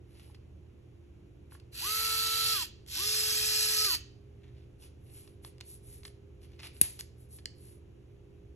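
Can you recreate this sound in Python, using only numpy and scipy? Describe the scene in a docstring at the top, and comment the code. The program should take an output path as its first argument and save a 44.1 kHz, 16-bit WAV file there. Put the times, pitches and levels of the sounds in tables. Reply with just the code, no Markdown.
"""First a fan hums in a quiet room while fingers rub and tick on a small electric screwdriver.
The tool then runs unloaded one way and the other: it spins up, holds, coasts and brakes.
Its shaft turns drive whining tones and a rattle of gears, built from tooth errors and loose impacts.
Then fingers rub again and pull back the chuck collar; the bit snaps free, rings and slides out.
Filtered noise makes the rubbing; short forces ringing fading tones make the ticks."""
import sys
import numpy as np
from scipy import signal
from scipy.fft import rfft, irfft
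from scipy.io import wavfile
from scipy.ndimage import uniform_filter1d, map_coordinates

SR = 44100
rng = np.random.default_rng(int(sys.argv[2]) if len(sys.argv) > 2 else 0)


def persist_wave(psi):
    """Save psi, clipped to +-1, as 16-bit WAV."""
    counts = np.round(np.clip(psi, -1, 1) * 32767).astype(np.int16)
    wavfile.write(sys.argv[1], SR, np.atleast_2d(counts).T)


N = 377055
TIME = np.arange(N) / SR  # seconds

# Room air, from low rumble to faint treble: pitch_hz, relative_level_db
AIR_SPECTRUM = [(20, -13), (40, -16), (60, -5), (105, -1), (150, -9), (250, -15.5), (400, -13.5),
                (600, -25.5), (1000, -34), (1800, -38), (2700, -35.5), (4500, -46.5), (11000, -47.5),
                (14000, -68)]
# Fan and mains hum: pitch_hz, level_db (before the fan swell), width_hz
HUM_LINES = [(57.7, -62, 4.4), (76.6, -59, 3.9), (120.6, -61.5, 3.6), (298.3, -71.5, 1.2),
             (347, -68.5, 1.3), (402.6, -69.5, 1.3), (514, -82.5, 2)]
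# How the fan's lines above 370 Hz change: time_s, change_db
FAN_SWELL_CURVE = [(0, -12.5), (4.3, 1.5), (8.55, 5)]
# How long the room rings: pitch_hz, fade_by_60_db_s
ROOM_FADE = [(150, 0.36), (1000, 0.45), (3000, 0.48), (7000, 0.4), (11000, 0.17), (16000, 0.048)]
# What the room returns: pitch_hz, relative_level_db
ECHO_COLOUR = [(300, 2.5), (1800, 0), (2700, 1), (3500, -1.5), (4500, -1), (5300, -1.5), (6700, 0.5),
               (7400, -3.5), (9500, -3.5), (10500, 3.5), (12000, -6.5)]
# Two microphone ports, phase: pitch_hz, left_lead_radians
PHASE_BETWEEN_PORTS = [(0, 0), (2000, 0), (3000, .9), (4100, 1.9), (4650, 2.95), (4900, 3.4), (5700, 6.2),
                       (6500, 6.4), (7200, 8), (8400, 9.2), (9400, 9.42), (10100, 9.65), (10600, 10.5),
                       (12000, 12.4), (14000, 12.7), (16000, 15)]
# Two microphone ports, balance: pitch_hz, left_minus_right_db
BALANCE_BETWEEN_PORTS = [(60, -1.6), (400, -3), (1300, .5), (2600, 1.5), (3400, -2), (4600, -4), (5700, 0),
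                         (12000, 0)]
# How alike diffuse sound is at the two ports: pitch_hz, likeness (1 = the same)
DIFFUSE_LIKENESS = [(100, 1), (400, 0.11), (800, 0.04), (1600, 0.23), (2800, 0.025), (5000, 0.59),
                    (7500, 0.96), (9300, 1), (11000, 0.67)]
# The housing radiates from many points, so gear noise differs at the ports: pitch_hz, likeness
GEAR_NOISE_LIKENESS = [(100, 0.89), (700, 0.23), (1500, .7), (2500, 0.68), (2950, -0.75), (3450, 0.09),
                       (3750, 0.91), (5000, 0.65), (6000, 1), (7000, 0.85), (9300, 1), (11000, 0.78)]
# Fingers and collar sliding: start_s, end_s, hiss_db, scrape_db, brightest_scrape_hz
RUB_STROKES = [(0.03, 0.41, -67, -69, 2900), (1.492, 1.58, -58.5, -65.5, 2850),
               (4.383, 4.538, -89, -72, 2350), (4.487, 4.7, -85, -74, 2680),
               (4.774, 4.903, -58.5, -63, 3450), (4.96, 5.402, -62.5, -71, 2900),
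               (5.098, 5.264, -58.5, -76, 3340), (5.411, 5.514, -54, -66, 2850),
               (5.616, 5.806, -52, -70.5, 3300), (5.786, 6.055, -54.5, -72.5, 2850),
               (6.03, 6.099, -54, -62, 2850), (6.398, 6.479, -65.5, -67, 3100),
               (6.44, 6.62, -82, -73.5, 2850), (6.58, 6.62, -71, -53.5, 2850),
               (6.605, 6.7, -51.5, -51, 2850), (6.71, 6.84, -58.5, -66, 2850),
               (6.82, 6.881, -49, -56.5, 2850), (6.987, 7.012, -41.5, -65, 2850),
               (7.15, 7.285, -64.5, -84, 2850), (7.279, 7.408, -53.5, -85, 2850),
               (7.523, 7.816, -59.5, -74.5, 2850)]
# Colour of the skin's hiss: pitch_hz, relative_level_db
HISS_COLOUR = [(1000, -44), (4000, -13), (6500, -14), (8500, -1.5), (10500, 4), (11500, -0.5), (12500, -23),
               (15000, -40)]
# Colour of the scrape: pitch_hz, relative_level_db
SCRAPE_COLOUR = [(300, -12), (800, -1.5), (1500, -4.5), (2150, 4.5), (2850, 5.5), (3500, 2.5), (4200, 3),
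                 (5000, 1), (6500, -9), (10000, -13), (15000, -43.5)]
# Fingers knock on the body and settle on the switch: time_s, level_over_5_ms_db, brightest_hz, rattle_s
FINGER_KNOCKS = [(0.298, -63, 500, .004), (1.521, -56, 1080, 0.0023), (1.55, -55.5, 1370, .003)]
# Ringing of the plastic body: pitch_hz, relative_level_db, fade_by_60_db_s
SHELL_MODES = [(820, 0.5, 0.036), (1080, 2, 0.022), (1380, 2, .015), (1700, 1, 0.014), (2500, -7, .006),
               (4500, -6, .005)]
# Ticks of switch, brake, collar and bit: time_s, level_over_5_ms_db, brightest_hz, rattle_s
TOOL_TICKS = [(0.346, -56.5, 2400, 0.0069), (1.599, -59, 4600, 0.003), (1.73, -58, 2500, 0.0012),
              (2.542, -37, 4443, 0.0012), (2.863, -58, 7000, 0.0024), (2.886, -50.5, 5030, 0.00093),
              (3.8494, -30, 6000, 0.00092), (3.9495, -33.5, 4460, .003), (5.2755, -58, 2600, 0.0026),
              (5.4479, -46.5, 1700, 0.00079), (5.582, -62, 2750, 0.00092), (5.6045, -56, 2200, 0.0012),
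              (5.6092, -43, 3420, 0.0024), (6.0328, -54.5, 2580, 0.003), (6.051, -43, 2700, 0.0045),
              (6.079, -54.5, 2500, 0.0017), (6.518, -67.5, 3210, .002), (6.562, -70, 2800, 0.0026),
              (6.602, -52, 2200, 0.0022), (6.632, -46.5, 2580, 0.0033), (6.669, -48, 2980, 0.0039),
              (6.766, -59.5, 3000, 0.0017), (6.9908, -43, 3500, 0.012), (7.0087, -39, 9000, 0.00038),
              (7.386, -55, 2800, 0.008), (7.4568, -34, 5040, 0.0013)]
# Ringing of chuck and bit: pitch_hz, relative_level_db, fade_by_60_db_s
TOOL_MODES = [(1100, -5, 0.006), (1668, -3, 0.0041), (2350, 0, 0.0052), (2800, 1, 0.006),
              (3500, -3, 0.0053), (4380, 1.5, 0.0076), (5060, -2.5, 0.008), (6360, 2, 0.002),
              (8040, 1.5, 0.005), (10800, -2, 0.003)]
# Colour of the chuck's steel ball: pitch_hz, relative_level_db
BALL_COLOUR = [(200, -14), (800, -24), (1500, -26), (2800, -11), (3400, -18), (4100, -9.5), (5500, -15),
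               (7600, -10), (8600, 8.5), (9800, 6), (11200, 3), (12300, -10), (14000, -14), (16500, -22.5)]
# The ball lands again: time_s, level_db
BALL_REBOUNDS = [(6.8176, -17), (6.8242, -17), (6.827, -26), (6.833, -12)]
# Ringing of the steel bit: pitch_hz, level_at_snap_db, fade_by_60_db_s
BIT_MODES = [(10320, -60, 0.33), (10240, -49, .2), (11320, -44.5, 0.18)]
# Shaft tones, level against the gear noise: multiple_of_shaft_speed, level_db
FORWARD_TONES = [(1, -23.5), (2, -36.5), (4, -34), (5, -23.5), (6, -22.5), (7, -24), (8, -23.5), (9, -11),
                 (10, -10), (12, -15), (13, -23.5), (15, -27), (16, -23.5), (18, -17), (19, -20), (21, -20)]
REVERSE_TONES = [(1, -21), (2, -35.5), (4, -36), (5, -31), (9, -22), (10, -12), (11, -17.5), (12, -9),
                 (14, -15.5), (15, -17.5), (17, -16.5), (18, -10.5), (27, -25.5)]
# Colour of the gearbox: pitch_hz, relative_level_db
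GEAR_COLOUR = [(250, -25), (650, -29), (1050, -19.5), (1700, -12), (1880, -9), (2060, -16.5), (2400, -10),
               (2750, -2), (2950, -7), (3300, -3.5), (3600, -7.5), (3900, -4), (4450, -1), (4800, -3),
               (5400, -7), (5750, -6.5), (6200, -7.5), (6900, -6.5), (7200, -4), (7800, -4), (9500, -10),
               (11300, -0.5), (13200, -15.5), (15600, -39)]
# Forward, then reverse: switch_on_s, switch_off_s, brake_s, top_speed_hz, starting_gear_db, treble_db
MOTOR_RUNS = [(1.713, 2.534, 2.636, 441.6, -32.5, -2.5), (2.861, 3.855, 3.952, 429.4, -31, -2.5)]
# The shifting grip, levels against the gear noise: time_s, hollow_handle_ring_db, gearbox_ring_db,
# third_multiple_whine_db
GRIP_LEVELS = [(1.87, -18, -24, -9), (2.3, -14.5, -16, -9), (2.42, -6.5, -13.5, -8.5),
               (2.5, 0.5, -3.5, -10.5), (2.599, -17.5, -10, -9.5), (3.03, -19, -7, -17.5),
               (3.11, -17, -5.5, -31), (3.4, -11.5, -9.5, -27.5), (3.53, -13.5, -5, -28),
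               (3.75, -11, -8, -24.5), (3.8, -2.5, -2.5, -15), (3.951, 1.5, -12, -12)]
GRIP_S, HANDLE_DB, GEARBOX_DB, WHINE_DB = np.transpose(GRIP_LEVELS)

RAMP_S, LAG_S = .122, .033  # the supply ramps up, and the rotor lags behind it
COAST_HZ_PER_S, BRAKE_S = 1320, 0.013  # friction slows the shaft; then the brake stops it
NOISE_POWER, CREEP_DB_PER_S = 0.8, 1.5  # gear noise grows with speed, and slowly through a run
SPEED_NEED = .7  # how strongly high multiples need near-top speed
SNAP_S, BIT_OUT_S = 6.8136, 7.009  # the bit jumps free, and clears the chuck
SCRAPE_HZ = 2850  # brightest pitch of the scrape before it is shifted
RECOIL_S = .009  # rise time of the palm's recoil
EDGE_HZ = 16400  # upper limit of the sound


def amp(db):
    """Turns decibels into gain."""
    return 10 ** (np.asarray(db) / 20)


def unit(x):
    """Scales a signal to an average (rms) level of 1."""
    return x / np.sqrt(np.mean(x ** 2) + 1e-20)


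def read(points, hz):
    """Reads a table between its points, along a logarithmic pitch axis."""
    pitch, value = np.transpose(points)
    return np.interp(np.log(hz + 1), np.log(pitch + 1), value)


def add(mix, s, sound):
    """Mixes a sound in at time s."""
    part = mix[round(s * SR):][:len(sound)]
    part += sound[:len(part)]


def colour(x, spectrum, size=2048):
    """Filters with the given spectrum, never ahead of the cause, and with filter energy 1."""
    gain = amp(read(spectrum, abs(np.fft.fftfreq(size, 1 / SR))))
    # minimum phase: the filter answers as early as it can
    taps = np.fft.ifft(np.exp(np.conj(signal.hilbert(np.log(gain))))).real
    return signal.oaconvolve(x, taps / np.linalg.norm(taps))[:len(x)]


def drift(rate_hz):
    """Makes a smooth random wander of rms 1."""
    knots = rng.standard_normal(N // 8)
    return unit(map_coordinates(knots, [TIME * rate_hz * 2], order=2, mode="wrap"))


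def diffuse(two, likeness=DIFFUSE_LIKENESS):
    """Makes two unrelated signals as alike as the sound is at the two ports."""
    a, b = rfft(two)
    hz = np.fft.rfftfreq(two.shape[1], 1 / SR)
    same = np.clip(read(likeness, hz), -1, 1)
    second = same * a + np.sqrt(1 - same ** 2) * b
    return irfft(np.array([a, second]), two.shape[1])


def patches(two, depth_db, size=1024, order=24):
    """Lets the colour wander slowly, in patches some hundred hertz wide."""
    z = signal.stft(two, nperseg=size)[2]
    field = rng.standard_normal(z.shape[1:])
    field = uniform_filter1d(field, size=3, axis=0)  # smooth over pitch
    field = uniform_filter1d(field, size=order, axis=1)  # smooth over time
    return signal.istft(z * amp(depth_db * unit(field)), nperseg=size)[1][:, :N]


def background(air_db=-56):
    """Low rumble of air from filtered noise, and the wavering lines of a fan."""
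    shape = amp(read(AIR_SPECTRUM, np.fft.rfftfreq(N, 1 / SR)))
    noise = diffuse(rng.standard_normal((2, N)))
    air = amp(air_db) * unit(irfft(rfft(noise) * shape, N))
    swell = amp(np.interp(TIME, *np.transpose(FAN_SWELL_CURVE)))
    hum = np.zeros(N)
    for hz, db, width in HUM_LINES:
        loudness = 1 + 0.32 * drift(width)
        line = unit(loudness * np.sin(2 * np.pi * hz * TIME + 0.88 * drift(width)))
        hum += amp(db) * line * (swell if hz > 370 else 1)
    return air + hum


def room(x, early_db=-3, early_s=0.034, gap_s=0.0048):
    """Echoes from floor and furniture, then a tail in which each band dies at its own speed."""
    hz, t, z = signal.stft(diffuse(rng.standard_normal((2, SR))), SR, nperseg=256)
    fade = amp(read(ECHO_COLOUR, hz)[:, None] - 60 * t / read(ROOM_FADE, hz)[:, None])
    early = 1 + amp(early_db) * np.exp(-np.maximum(t - gap_s, 0) / early_s)
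    tail = signal.istft(z * fade * early, SR, nperseg=256)[1]
    tail = tail * (TIME[:tail.shape[1]] > gap_s)
    return signal.fftconvolve(x[None], tail / np.linalg.norm(tail[0]), axes=1)[:, :N]


def rubbing(grain=0.22, catches_per_s=1800, clumping=0.25,
            slide_hiss_db=-35, slide_scrape_db=-50, slide_fade_db_per_s=170):
    """Strokes swell and fade as skin hiss and tiny catches; the freed bit slides ever more lightly."""
    skin = unit(rng.standard_normal(N) * np.exp(grain * drift(250)))
    caught = rng.standard_normal(N) * (rng.random(N) < catches_per_s / SR)
    catches = unit(caught * np.exp(clumping * drift(40)))
    sliding = (TIME > SNAP_S) * (TIME < BIT_OUT_S)
    slide = amp(-slide_fade_db_per_s * np.maximum(TIME - SNAP_S, 0)) * sliding
    hiss = amp(slide_hiss_db) * slide
    scrape = amp(slide_scrape_db) * slide * colour(catches, SCRAPE_COLOUR)
    for start, end, hiss_db, scrape_db, bright_hz in RUB_STROKES:
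        length = max(end - start, .005)
        during = (TIME > start) & (TIME < start + length)
        swell = np.sin(np.pi * (TIME[during] - start) / length) ** 2
        shifted_colour = np.multiply(SCRAPE_COLOUR, [bright_hz / SCRAPE_HZ, 1])
        hiss[during] += amp(hiss_db) * swell
        scrape[during] += amp(scrape_db) * swell * colour(catches[during], shifted_colour)
    return hiss * colour(skin, HISS_COLOUR) + scrape


def ticks(contacts, modes, crack_db, chatter, octaves, size=2048):
    """A contact and its brief chatter crack and ring the tool; its hardness picks the ringing tones."""
    out, t = np.zeros(N), TIME[:size]
    for s, db, bright_hz, rattle_s in contacts:
        force = (t == 0) + chatter * rng.standard_normal(size) * np.exp(-t / rattle_s)
        ring = np.zeros(size)
        for k, (hz, mode_db, t60) in enumerate(modes):
            closeness = 1 / (1 + (np.log2(hz / bright_hz) / octaves) ** 2)
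            # k / 2 flips every other tone
            ring += closeness * amp(mode_db - 60 * t / t60) * np.sin(2 * np.pi * (hz * t + k / 2))
        crack = amp(crack_db) * colour(force, SCRAPE_COLOUR)
        sound = signal.fftconvolve(force, ring)[:size] + crack
        # the energy equals the listed level held for 5 ms
        add(out, s, amp(db) * np.sqrt(.005 * SR) * sound / np.linalg.norm(sound))
    return out


def thump(level_db=-33, rise_s=0.0022, low_hz=80, drop_hz=520, drop_s=0.0035, recoil_db=-46, size=4096):
    """The freed tool jolts in the hand: a thud that falls in pitch, and a slower recoil of the palm."""
    out, t = np.zeros(N), TIME[:size]
    turns = np.cumsum(low_hz + drop_hz * np.exp(-t / drop_s)) / SR
    jolt = amp(level_db) * t / rise_s * np.exp(1 - t / rise_s)
    recoil = amp(recoil_db) * t / RECOIL_S * np.exp(1 - t / RECOIL_S)
    add(out, SNAP_S, (jolt + recoil) * np.sin(2 * np.pi * turns))
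    return out


def bit_ring(leave_db=-11):
    """The steel bit rings on as fading tones after the snap and as it leaves the chuck."""
    out, t = np.zeros(N), TIME[:SR // 2]
    ring = sum(amp(db - 60 * t / t60) * np.sin(2 * np.pi * hz * t) for hz, db, t60 in BIT_MODES)
    add(out, SNAP_S, ring)
    add(out, BIT_OUT_S, amp(leave_db) * ring)
    return out


def snap(strike_db=2.5, chatter_db=-10.0, size=4096):
    """The locking ball jumps out of the bit's groove, chatters and rebounds."""
    out, t = np.zeros(N), TIME[:size]
    click = 1. * (t == 0)
    settling = np.exp(-(t / .0045) ** 2)
    force = amp(strike_db) * click + amp(chatter_db) * rng.standard_normal(size) * settling
    add(out, SNAP_S, colour(force, BALL_COLOUR))
    for s, db in BALL_REBOUNDS:
        add(out, s, amp(db) * colour(click, BALL_COLOUR))
    return out


def soft_start(drive_hz=9850, level_db=-60):
    """The pulsed supply makes the windings sing while it ramps up."""
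    out, t = np.zeros(N), TIME[TIME < RAMP_S]
    song = signal.windows.tukey(len(t), .3) * np.sin(2 * np.pi * drive_hz * t)
    for start, *_ in MOTOR_RUNS:
        add(out, start, amp(level_db) * song)
    return out


def shaft_speed(on, off, brake, top_hz):
    """Turns a second: the rotor follows the rising supply, coasts when switched off, then is braked."""
    supply = np.clip((TIME - on) / RAMP_S, 0, 1)
    keep = np.exp(-1 / (LAG_S * SR))
    driven = top_hz * signal.lfilter([1 - keep], [1, -keep], supply)
    coasting = np.maximum(driven - COAST_HZ_PER_S * np.maximum(TIME - off, 0), 0)
    return coasting * np.exp(-np.maximum(TIME - brake, 0) / BRAKE_S)


def tooth_errors(turns):
    """Steps from tooth to tooth jolt the gears; they come round again every four turns of the shaft."""
    errors = rng.standard_normal((4, 100))
    errors = (errors - errors.mean(0)).ravel()  # the four turns average to nothing
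    steps = errors - np.roll(errors, shift=1)
    place = turns / 4 % 1 * len(steps)
    return unit(map_coordinates(steps, [place], order=3, mode="grid-wrap"))


def gear_rattle(turns, meshed, load, treble_db, repeat=0.53):
    """Repeating tooth errors and loose impacts from play in the gears shake the gearbox."""
    teeth = np.array([tooth_errors(turns), tooth_errors(turns)])
    # about 9000 impacts a second
    impacts = unit(rng.standard_normal((2, N)) * (rng.random((2, N)) < 9000 / SR))
    force = diffuse(repeat * meshed * teeth + impacts, GEAR_NOISE_LIKENESS) * load
    # slightly duller above about 5 kHz, alike in both directions
    treble = [(4800, 0.002), (5800, treble_db)]  # pitch_hz, relative_level_db
    rattle = np.array([colour(colour(side, GEAR_COLOUR), treble) for side in force])
    return patches(rattle / rattle[:, meshed > 0].std(), 2.4)


def housing_ring(load, on, handle_hz=4480, gearbox_hz=5330):
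    """Noise under the gear load makes handle and gearbox ring as far as the grip lets them."""
    housing = np.zeros(N)
    for hz, ring_db in (handle_hz, HANDLE_DB), (gearbox_hz, GEARBOX_DB):
        resonance = signal.iirpeak(hz, 10, SR)
        once = signal.lfilter(*resonance, rng.standard_normal(N) * load)
        ring = signal.lfilter(*resonance, once)
        housing += amp(np.interp(TIME, GRIP_S, ring_db)) * ring / ring[on].std()
    return housing


def shaft_tones(turns, meshed, orders, start, brake, play=0.0078):
    """Tones at multiples of shaft speed; play in the gears blurs the high ones and makes them flutter."""
    on = meshed > 0
    angle = (turns + play * drift(43))[on]
    knots = np.arange(start, brake, .018)
    tones = np.zeros(N)
    for order, db in orders:
        wander = np.interp(TIME[on], knots, rng.uniform(-1.5, 1.5, len(knots)))
        flutter = unit(np.exp(min(order / 16, .6) * wander))
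        # high multiples only sing near top speed
        level = amp(db) * meshed[on] ** (SPEED_NEED * order) * flutter
        tones[on] += level * np.sin(2 * np.pi * (order * angle + rng.random()))
    return tones


def shaft_whine(turns, meshed, off, strain_db, overrun_db=-17, waver=0.14):
    """A wavering whine at three times shaft speed, with strain on spin-up and overrun on coasting."""
    level = amp(np.interp(TIME, GRIP_S, WHINE_DB)) * (1 + waver * drift(20))
    whine = level * np.sin(6 * np.pi * turns)
    # while the rotor gathers speed, the loaded teeth sing a rising tone at 15 times its speed
    strain = amp(strain_db) * 2 * np.sqrt(meshed * (1 - meshed)) * (TIME < off)
    # coasting, the gears drive the rotor, and a tone at four times its speed comes out
    overrun = amp(overrun_db) * np.clip((TIME - off) / LAG_S, 0, 1)
    return whine + strain * np.sin(30 * np.pi * turns) + overrun * np.sin(8 * np.pi * turns)


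def motor(run, orders, strain_db, rough=0.11, throb=0.14, wobble=0.0014):
    """One run: the shaft's turning drives gear rattle, ringing of the housing and shaft tones."""
    start, off, brake, top_hz, gears_db, treble_db = run
    speed = shaft_speed(start, off, brake, top_hz)
    turns = np.cumsum(speed * (1 + wobble * drift(25))) / SR
    meshed = np.clip(2 * speed / top_hz - 1, 0, 1)  # the teeth only sing above half speed
    on = meshed > 0
    loud = amp(gears_db + CREEP_DB_PER_S * (TIME - start)) * (speed / top_hz) ** NOISE_POWER
    load = np.exp(rough * drift(300)) * (1 + throb * np.cos(2 * np.pi * turns))
    rattle = gear_rattle(turns, meshed, load, treble_db)
    housing = housing_ring(load, on)
    tones = shaft_tones(turns, meshed, orders, start, brake)
    whine = shaft_whine(turns, meshed, off, strain_db)
    gain = loud / (rattle + housing)[:, on].std()
    return gain * rattle, gain * housing, np.sqrt(2) * loud * (tones + meshed * whine)


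def scene(motor_room_db=-14, tone_room_db=-24, rub_room_db=-7, tick_room_db=-15, snap_room_db=-16):
    """Both runs, the handling and the snap, in the room."""
    forward = motor(MOTOR_RUNS[0], FORWARD_TONES, strain_db=-9)
    reverse = motor(MOTOR_RUNS[1], REVERSE_TONES, strain_db=-17)
    rattle, housing, tones = (a + b for a, b in zip(forward, reverse))
    singing = housing + tones + soft_start()
    clicks = ticks(TOOL_TICKS, TOOL_MODES, crack_db=6, chatter=0.21, octaves=1.8)
    clicks = clicks + ticks(FINGER_KNOCKS, SHELL_MODES, crack_db=-14, chatter=0.14, octaves=0.82)
    rubs = rubbing()
    chuck = snap() + bit_ring()
    # what each source sends into the room
    send = amp(motor_room_db) * rattle[0] + amp(tone_room_db) * singing
    send = send + amp(rub_room_db) * rubs + amp(tick_room_db) * clicks + amp(snap_room_db) * chuck
    direct = rattle + singing + rubs + clicks + chuck + thump()
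    return direct + room(send) + background()


def record(dry):
    """The two microphone ports differ in phase and level; then the highest treble is cut off."""
    hz = np.fft.rfftfreq(N, 1 / SR)
    phase = np.interp(hz, *np.transpose(PHASE_BETWEEN_PORTS))
    # each port takes half of the difference
    half = np.exp(.5j * phase) * amp(read(BALANCE_BETWEEN_PORTS, hz) / 2)
    ports = irfft(rfft(dry) * np.array([half, 1 / half]), N)
    low_pass = signal.firwin(255, EDGE_HZ, window=("kaiser", 9), fs=SR)
    return signal.oaconvolve(ports, low_pass[None], "same", axes=1)


dry = scene()
out = record(dry)
persist_wave(out)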